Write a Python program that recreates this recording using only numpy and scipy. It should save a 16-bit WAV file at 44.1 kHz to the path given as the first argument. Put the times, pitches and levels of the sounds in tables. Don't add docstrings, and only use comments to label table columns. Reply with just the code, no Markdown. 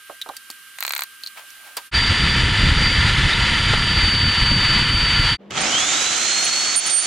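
import sys
import numpy as np
from scipy import signal
from scipy.fft import rfft, irfft
from scipy.io import wavfile
from scipy.ndimage import uniform_filter1d

SR = 44100
rng = np.random.default_rng(int(sys.argv[2]) if len(sys.argv) > 2 else 0)


def voltage_ratio(level):
    return 10 ** (np.asarray(level, float) / 20)


def materialize(psi):
    bounded = np.clip(np.atleast_2d(psi).T, -1, 1)
    quanta = np.round(bounded * 32767).astype(np.int16)
    wavfile.write(sys.argv[1], SR, quanta)


N = 311346
TIME = np.arange(N) / SR

# (start [s], end [s], fade in [s], fade out [s])
TAKES = [
    (-1, 1.91, .01, .04),
    (1.912, 5.372, .034, .04),
    (5.377, 8, .035, .01),
]

# (frequency [Hz], density [dB])
SHOP_SPECTRUM = [(40, 2), (250, -5), (600, -21), (900, -19), (1250, 0), (1700, -3), (2900, -2), (6200, -10),
                 (9500, -7), (11500, -6), (15300, -12), (16000, -40)]
# (frequency [Hz], correlation [-1..1])
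SHOP_ALIKE = [(60, -0.04), (240, 0.22), (950, 0.89), (3770, 0.49), (15000, -0.02)]
# (frequency [Hz], L-R [dB])
SHOP_BALANCE = [(60, -8.5), (240, -8.5), (950, -1.0), (3770, -2.5), (15000, -6.5)]
# (frequency [Hz], level [dB rms])
LAMP = [(1583, -50), (2880, -59), (3165, -60), (9491, -59), (11068, -69)]
# (time [s], peak [dB], resonance [Hz], t60 [s], crack [dB])
KNOCKS = [(.094, -24, 650, .09, -1), (.259, -23, 770, .09, -1), (.289, -18, 750, .07, -2),
          (.334, -33, 900, .06, 0), (.498, -33, 300, .04, 3), (1.372, -32, 2200, .16, -2),
          (1.661, -37, 800, .06, 0), (1.768, -19, 1000, .08, 0)]
# (time [s], L-R [dB])
HAND_PLACES = [(.09, -7), (.26, -6), (.34, -2.5), (1.9, -2)]
# (time [s], peak [dB],
# resonance [Hz], t60 [s], crack [dB])
CLINKS = [(.2144, -15, 3830, .022, -3), (.2204, -17, 3800, .035, -6), (.2882, -28, 3900, .04, 0),
          (.3661, -23, 4500, .045, 5), (.5013, -23, 4500, .04, 6), (.5114, -27, 7500, .02, 3),
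          (1.2351, -17, 4310, .03, -9), (1.2615, -15, 4290, .025, -12), (1.2715, -17, 4300, .035, -7),
          (1.504, -30, 6000, .015, 3), (1.7679, -18, 4600, .07, 5), (5.5064, -22, 3040, .04, 2),
          (5.5757, -11, 3200, .03, -3)]
# (time [s], tock [dB], tick delay [s], tick [dB])
FIRST_TEETH = [(.785, -16, .0196, -8), (.825, -8, .01, -10)]
# (frequency [Hz], level [dB], t60 [s])
TOCK_MODES = [(1300, -6, .003), (2300, -1, .003), (3600, 0, .003), (6500, -2, .0015)]
# (frequency [Hz], level [dB], t60 [s])
TICK_MODES = [(8000, -5, .0012), (12300, -1, .004), (14800, -4, .002)]
# (frequency [Hz], level [dB], t60 [s])
HANDLE_MODES = [(1500, -3, .003), (2400, -1, .003), (4200, -1, .006), (12300, -3, .001), (7500, 0, .001)]
# (time of peak [s], level [dB], swell [s], fade [s])
RUSTLES = [
    (1.376, -39, .02, .08),
    (1.68, -47, .15, .16),
    (1.771, -29, .003, .035),
]
# (frequency [Hz], density [dB])
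CLOTH_SPECTRUM = [(300, -20), (600, 0), (2500, -3), (6000, -12), (15000, -16)]

# (time [s], blade pitch [Hz], whine [dB])
BORING_SPEED = [(1.93, 4646, -33), (1.95, 4646, -21), (2.1, 4651, -22), (2.12, 4652, -27),
                (2.72, 4655, -26), (2.78, 4656, -22.5), (3.05, 4657, -25), (3.3, 4664, -30),
                (3.78, 4659, -27), (4.09, 4605, -20), (5.37, 4603, -21)]
# (time [s], half length [s], whine change [dB])
SNAGS = [(2.52, .05, -9), (2.74, .025, -8), (3.19, .08, -8), (4.36, .01, -6), (4.87, .04, -5)]
# (time [s], share [0..1])
LEANING = [(3.4, 0), (4.1, 1)]
# (frequency [Hz], density [dB])
GEARS_FREE = [(180, -37), (300, -10), (550, -17), (1000, -10), (1570, -6), (1820, -3), (3400, -5),
              (4400, -9), (5000, -13), (5500, -19), (9500, -26), (11500, -42), (14000, -60)]
# (frequency [Hz], density [dB])
GEARS_LOADED = [(180, -40), (300, -14), (650, -17), (1000, -9), (1500, -6), (2100, -5), (3100, -3),
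                (4300, -9), (5000, -14), (5500, -20), (9500, -26), (11500, -42), (14000, -58)]
# (centre [Hz], width [Hz], rise [dB])
HOUSING = [(940, 70, 5), (1370, 110, 7), (1760, 90, 6), (2030, 150, 5), (3030, 130, 6), (3480, 120, 4),
           (6900, 300, 3)]
# (frequency [Hz], correlation [0..1])
NEAR_ALIKE = [(60, 1), (600, .993), (2400, .999), (8000, .96), (15000, .96)]
# (frequency [Hz], density [dB])
BUFFET_SPECTRUM = [(8.8, -36), (15, -6), (43, 0), (102, 0), (227, -11), (421, -24), (600, -26), (780, -56),
                   (1320, -120)]
# (time [s], level [dB])
AIR_STREAM = [(1.95, -23), (2.15, -23), (2.2, -18), (3.94, -21), (4.3, -19), (4.34, -29), (4.4, -20),
              (5.33, -24)]
# (time [s], peak [dB], resonance [Hz], t60 [s], crack [dB])
CHIPS = [
    (2.037, -13, 3600, .06, -20),
    (2.24, -14, 3600, .06, -20),
    (3.325, -12, 3700, .06, -20),
    (3.732, -31, 700, .05, 22),
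]
# (from [s], to [s])
CHATTERS = [(3.76, 3.87), (4.36, 4.52), (4.62, 5.3)]

# (frequency [Hz], density [dB])
IDLE_SPECTRUM = [(40, -20), (100, -22), (200, -4), (500, -4), (1400, -22), (3000, -25), (5000, -38),
                 (9000, -55)]
# (frequency [Hz], level [dB rms])
HUM = [(199.2, -48)]
# (frequency [Hz], density [dB])
RUN_GEARS = [(20, -22), (100, -16), (320, -10), (455, -13), (745, -8), (1060, -11), (1330, -6), (1700, -7),
             (3300, -6), (5080, -10), (6600, -6), (8300, -14), (10000, -27), (14000, -42)]
# (centre [Hz], width [Hz], rise [dB])
RUN_HOUSING = [(740, 100, 2), (1300, 150, 3), (2250, 300, 2), (3200, 300, 2), (6200, 300, 2),
               (6900, 400, 2), (10900, 140, 13)]
# (frequency [Hz], correlation [-1..1])
RUN_ALIKE = [(60, 0.24), (130, 0.67), (290, 0.9), (640, 0.72), (1410, 0.44), (3100, 0.82), (6820, 0.24),
             (15000, -0.16)]
# (frequency [Hz], L-R [dB])
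RUN_BALANCE = [(60, -0.5), (130, -0.5), (290, 0.0), (640, 0.0), (1410, -2.0), (3100, -0.5), (6820, -8.0),
               (15000, -1.0)]
# (time [s], level [dB])
RUN_LEVEL = [(5.498, -80), (5.507, -38), (5.53, -38), (5.575, -27), (5.69, -25), (6.13, -28), (6.9, -30),
             (7.06, -31.5)]
# (blade pitch [Hz], level [dB])
VENTS = [(1300, -56), (2100, -38), (2850, -35), (3060, -24), (3190, -21), (3400, -27), (4150, -30),
         (4290, -23.5), (4400, -25), (4450, -28)]
# (blade pitch [Hz], level [dB])
VENTS_OCTAVE = [(1300, -48), (2100, -39), (2700, -34), (3100, -33), (3600, -33), (3850, -38), (4200, -43),
                (4450, -46)]
# (time [s], length [s], level [dB], from [Hz], to [Hz])
SQUEALS = [(5.606, .018, -30, 8880, 8850), (6.442, .018, -26, 9450, 9320), (6.759, .042, -16.5, 8920, 9350),
           (6.861, .025, -24, 9400, 9150), (6.893, .04, -22, 9200, 8760), (6.933, .07, -18, 8810, 8970),
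           (7.003, .027, -24.5, 9050, 9290), (7.03, .025, -29, 9250, 9200)]

FAN_BLADES = 12


def rms_one(x):
    return x / np.sqrt(np.mean(x ** 2) + 1e-20)


def in_time(rows):
    s, *columns = np.transpose(rows)
    return [np.interp(TIME, s, c) for c in columns]


def at_hz(points, hz):
    points_hz, values = np.transpose(points)
    return np.interp(np.log(hz + 1), np.log(points_hz), values)


def filtered(x, hz, kind, order):
    return signal.sosfilt(signal.butter(order, hz, kind, fs=SR, output="sos"), x)


def split(x, hz):
    low = signal.sosfiltfilt(signal.butter(2, hz, fs=SR, output="sos"), x)
    return low, x - low


def drift(rate_hz):
    every, settle = 40, 2000
    r = np.exp(-2 * np.pi * every * rate_hz / SR)
    steps = rng.standard_normal(N // every + settle + 2)
    slow = signal.lfilter([1], [1, -2 * r, r * r], steps)[settle:]
    return np.interp(np.arange(N) / every, np.arange(len(slow)), rms_one(slow))


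def pan(x, db):
    return np.array([x * voltage_ratio(db / 2), x * voltage_ratio(-db / 2)])


def tone(hz, wobble_hz=0):
    turns = np.cumsum(hz + wobble_hz * drift(40.0)) / SR + rng.random()
    return np.sqrt(2) * np.sin(2 * np.pi * turns)


def coloured(spectrum, alike, balance=((1, 0), (2, 0)), modes=(), grain_db=0., flicker=1):
    hz = np.fft.rfftfreq(N, 1 / SR)
    level = voltage_ratio(at_hz(spectrum, hz))
    for centre_hz, width_hz, rise_db in modes:
        level = level * (1 + (voltage_ratio(rise_db) - 1) / (1 + (2 * (hz - centre_hz) / width_hz) ** 2))
    grain = voltage_ratio(grain_db * np.minimum(rng.exponential(1, N), 4))
    mid, side = rfft(rng.standard_normal((2, N)) * grain * flicker) * level
    c = np.clip(at_hz(alike, hz), -1, 1)
    mid, side = np.sqrt(1 + c) * mid, np.sqrt(1 - c) * side
    tilt = voltage_ratio(at_hz(balance, hz) / 2)
    return rms_one(irfft(np.array([(mid + side) * tilt, (mid - side) / tilt]), N))


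def ring(x, hz, t60_s):
    r, w = voltage_ratio(-60 / (t60_s * SR)), 2 * np.pi * hz / SR
    return signal.lfilter([0, np.sin(w)], [1, -2 * r * np.cos(w), r * r], x)


def shop_air():
    flicker = voltage_ratio(.7 * drift(8.0))
    return voltage_ratio(-44.8) * coloured(SHOP_SPECTRUM, SHOP_ALIKE, SHOP_BALANCE, flicker=flicker)


def lamp_whine():
    return sum(voltage_ratio(db) * tone(hz, wobble_hz=1.5) for hz, db in LAMP)


def blows(events, q, crack_hz, rise_s, places):
    out, t = np.zeros((2, N)), np.arange(4410) / SR
    for s, peak_db, hz, t60_s, crack_db in events:
        mid, *sides = rng.standard_normal((3, len(t)))
        rattle = (mid + .3 * np.array(sides)) * voltage_ratio(-60 * t / t60_s) * np.minimum(t / rise_s, 1)
        body = ring(ring(rattle, hz, q / hz), hz, q / hz)
        crack = filtered(rattle * voltage_ratio(-30 * t / t60_s), crack_hz, "band", order=2)
        sound = body / np.abs(body).max() + voltage_ratio(crack_db) * crack / np.abs(crack).max()
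        pan_db = np.interp(s, *np.transpose(places))
        sides_gain = voltage_ratio(np.array([[pan_db], [-pan_db]]) / 2)
        out[:, round(s * SR):][:, :len(t)] += voltage_ratio(peak_db - 3) * sound * sides_gain
    return out


def pawl(events, modes, buzz_db, cut_hz):
    out, t = np.zeros((2, N)), np.arange(1300) / SR
    for s, peak_db in events:
        snap = sum(voltage_ratio(db + 2.5 * rng.standard_normal()) * ring(t == 0, hz, t60_s) for hz, db, t60_s in modes)
        snap = filtered(snap, cut_hz, "high", order=2)
        rebounds_db = 2.5 * rng.exponential(1, len(t)) - 60 * t / .036
        rebounds = rng.standard_normal((2, len(t))) * voltage_ratio(rebounds_db)
        buzz = sum(voltage_ratio(db) * ring(rebounds, hz, t60_s) for hz, db, t60_s in HANDLE_MODES)
        buzz = rms_one(filtered(buzz, 1100, "high", order=2))
        sound = snap / np.abs(snap).max() + voltage_ratio(buzz_db) * buzz
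        out[:, round((s + .0014) * SR):][:, :len(t)] += voltage_ratio(peak_db) * sound
    return out


def ratchet():
    spin_s, tooth_s, spin_teeth = .849, .0284, 7
    tock_db, tick_after_s, tick_db = -7.5, .0152, -10.5
    spin = [(spin_s + tooth_s * k, tock_db, tick_after_s, tick_db) for k in range(spin_teeth)]
    teeth = FIRST_TEETH + spin
    tocks = [(s, db) for s, db, _, _ in teeth]
    ticks = [(s + after_s, db) for s, _, after_s, db in teeth]
    return pawl(tocks, TOCK_MODES, buzz_db=-24, cut_hz=900) + pawl(ticks, TICK_MODES, buzz_db=-27, cut_hz=4500)


def cloth():
    noise = coloured(CLOTH_SPECTRUM, [(300, .9), (9000, .5)], grain_db=5.0)
    brush = 0
    for s, db, swell_s, fade_s in RUSTLES:
        brush = brush + voltage_ratio(db - 20 * np.maximum((s - TIME) / swell_s, (TIME - s) / fade_s))
    return voltage_ratio(1.5) * brush * noise


def handling():
    knocks = blows(KNOCKS, q=4.5, crack_hz=[700, 1400], rise_s=.0025, places=HAND_PLACES)
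    return shop_air() + lamp_whine() + knocks + ratchet() + cloth()


def drill_gears(blade_hz, lean):
    turn = 1 + .15 * tone(blade_hz / FAN_BLADES)
    flicker = turn * voltage_ratio(.8 * drift(25.0))
    free = coloured(GEARS_FREE, NEAR_ALIKE, modes=HOUSING, grain_db=1.5, flicker=flicker)
    loaded = coloured(GEARS_LOADED, NEAR_ALIKE, modes=HOUSING, grain_db=1.5, flicker=flicker)
    gears = voltage_ratio(-.5) * (np.sqrt(1 - lean) * free + np.sqrt(lean) * loaded)
    for hz, _, _ in HOUSING:
        sing_db = -16.5 + at_hz(GEARS_FREE, hz) + 3 * drift(3.0)
        gears = gears + voltage_ratio(sing_db) * rms_one(ring(rng.standard_normal(N), hz, t60_s=.08))
    return voltage_ratio(-18.8 - lean + .7 * drift(5.0)) * gears


def fan_whine(blade_hz, whine_db, lean):
    for s, half_s, db in SNAGS:
        whine_db = whine_db + db * np.exp(-((TIME - s) / half_s) ** 2)
    waver_db = (1.8 - .8 * lean) * drift(25.0)
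    whine = voltage_ratio(whine_db - .5 + waver_db) * tone(blade_hz, wobble_hz=8 - 4 * lean)
    return whine + voltage_ratio(-50 + 1.5 * drift(10.0)) * tone(2 * blade_hz, wobble_hz=5.0)


def air_buffet():
    buffet = coloured(BUFFET_SPECTRUM, [(1, 1), (2, 1)], flicker=voltage_ratio(2.9 * drift(25.0)))
    return voltage_ratio(in_time(AIR_STREAM)[0] + .2) * buffet


def edge_chatter():
    on = sum((TIME > a) & (TIME < b) for a, b in CHATTERS)
    return voltage_ratio(-71 + 12 * on + 3 * drift(15.0)) * tone(10880, wobble_hz=60.0)


def boring():
    blade_hz, whine_db = in_time(BORING_SPEED)
    lean = np.clip(in_time(LEANING)[0], 0, 1)
    chips = blows(CHIPS, q=50.0, crack_hz=[250, 1400], rise_s=.004, places=[(0, 0)])
    drill = drill_gears(blade_hz, lean) + fan_whine(blade_hz, whine_db, lean)
    return drill + air_buffet() + edge_chatter() + chips


def idle_hum():
    idle = voltage_ratio(-47) * coloured(IDLE_SPECTRUM, RUN_ALIKE)
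    hum = sum(voltage_ratio(db) * tone(hz, wobble_hz=3.0) for hz, db in HUM)
    return np.clip((5.62 - TIME) / .1, 0, 1) * (idle + hum)


def run_up_gears(blade_hz, rattle_db):
    turn = 1 + .2 * tone(blade_hz / FAN_BLADES)
    flicker = turn * voltage_ratio(.8 * drift(25.0))
    gears = coloured(RUN_GEARS, RUN_ALIKE, RUN_BALANCE, RUN_HOUSING, grain_db=1.5, flicker=flicker)
    low, rest = split(gears, 750)
    middle, top = split(rest, 4700)
    tilt_db = 3.6 * blade_hz / 1000 - 12.5
    gears = voltage_ratio(-tilt_db) * low + middle + voltage_ratio(tilt_db) * top
    rotor = voltage_ratio(rattle_db - 1 - blade_hz / 200) * tone(blade_hz / FAN_BLADES, wobble_hz=8.0)
    return voltage_ratio(rattle_db + 7) * gears + rotor


def run_up_fan(blade_hz, duck_db):
    whine_db = at_hz(VENTS, blade_hz) + duck_db + 1.5 * drift(30.0)
    whine = voltage_ratio(whine_db) * tone(blade_hz, wobble_hz=4.0)
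    octave_db = at_hz(VENTS_OCTAVE, blade_hz) + 3 * drift(20.0)
    octave = voltage_ratio(octave_db) * tone(2 * blade_hz, wobble_hz=8.0)
    return whine + pan(octave, -7.0)


def bit_squeals():
    slip_db_per_khz, pan_db_at_8750_hz, pan_db_per_khz = -14, -10, 11
    hz, db, held = np.full(N, 9000.), np.full(N, -60.), np.zeros(N)
    for s, length_s, peak_db, from_hz, to_hz in SQUEALS:
        on = (TIME >= s) & (TIME < s + length_s)
        u = (TIME[on] - s) / length_s
        above_hz = abs(to_hz - from_hz) * (u if to_hz > from_hz else 1 - u) ** 3
        hz[on] = min(from_hz, to_hz) + above_hz
        db[on] = peak_db + slip_db_per_khz * above_hz / 1000
        held[on] = 1
    level = uniform_filter1d(held * voltage_ratio(db), size=200)
    pan_db = pan_db_at_8750_hz + pan_db_per_khz * (hz - 8750) / 1000
    hz, pan_db = uniform_filter1d([hz, pan_db], size=130)
    squeal = level * voltage_ratio(.8 * drift(90.0)) * tone(hz, wobble_hz=20.0)
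    left, right = pan(squeal, pan_db)
    right = .62 * (right + np.roll(right, 1))
    return np.array([left, right]), db


def gain_duck(squeal_db):
    duck_db, above_db, recover_db_per_s = -6, -25, 60
    want_db = duck_db * np.clip((squeal_db - above_db) / 8, 0, 1)
    recovery_db = recover_db_per_s * TIME
    held_db = np.minimum.accumulate(want_db - recovery_db) + recovery_db
    return signal.lfilter([.003], [1, -.997], held_db)


def run_up():
    trigger_s, top_hz = 5.5, 4595
    quick_hz, quick_s, slow_hz, slow_s = 2275, .18, 1398, .6
    since_s = np.maximum(TIME - trigger_s, 0)
    blade_hz = top_hz - quick_hz * np.exp(-since_s / quick_s) - slow_hz * np.exp(-since_s / slow_s)
    squeal, squeal_db = bit_squeals()
    duck_db = gain_duck(squeal_db)
    gears = run_up_gears(blade_hz, in_time(RUN_LEVEL)[0] + duck_db)
    fan = (since_s > 0) * run_up_fan(blade_hz, duck_db)
    return idle_hum() + gears + fan + squeal


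def scene():
    clinks = blows(CLINKS, q=16.0, crack_hz=[1900, 14000], rise_s=.0004, places=[(0, -1.5)])
    quiet = handling() + clinks
    quiet = filtered(quiet, 450, "high", order=2) - voltage_ratio(-18) * filtered(quiet, 150, "low", order=1)
    parts = quiet, boring(), run_up() + filtered(clinks, 7000, "low", order=2)
    out = 0
    for part, (start_s, end_s, in_s, out_s) in zip(parts, TAKES):
        fade = np.clip(np.minimum((TIME - start_s) / in_s, (end_s - TIME) / out_s), 0, 1)
        out = out + part * fade ** 1.5
    return out


def masked(x, below_db, spread_db):
    hz, _, frames = signal.stft(x, SR, nperseg=2048)
    power = np.mean(np.abs(frames) ** 2, axis=0) + 1e-20
    masker = power[(hz > 5200) & (hz < 9700)].mean(axis=0)
    spare = rms_one(uniform_filter1d(rng.standard_normal(len(masker)), size=3))
    band_hz = 430
    for low_hz in np.arange(9700, 17000, band_hz):
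        band = (hz >= low_hz) & (hz < low_hz + band_hz)
        chance_db = spread_db * (spare + .6 * rng.standard_normal(len(masker)))
        band_db = 10 * np.log10(power[band].max(axis=0) / masker)
        frames[:, band] *= band_db + chance_db > -below_db
    return signal.istft(frames, SR, nperseg=2048)[1][:, :N]


def band_limit(x):
    return signal.sosfilt(signal.butter(12, 16980, fs=SR, output="sos"), x)


def record(dry):
    ceiling, fold_hz = .8, 24000
    dry = dry / (1 + (dry / ceiling) ** 6) ** (1 / 6)
    mirror = filtered(dry, [10100, 11900], "band", order=3) * np.cos(2 * np.pi * fold_hz * TIME)
    mirror = filtered(mirror, [12000, 15800], "band", order=6)
    mix = masked(dry + voltage_ratio(-5) * mirror, below_db=21.0, spread_db=3.5)
    mix = filtered(mix, 16200, "low", order=10)
    return band_limit(mix)


dry = scene()
out = record(dry)
materialize(out)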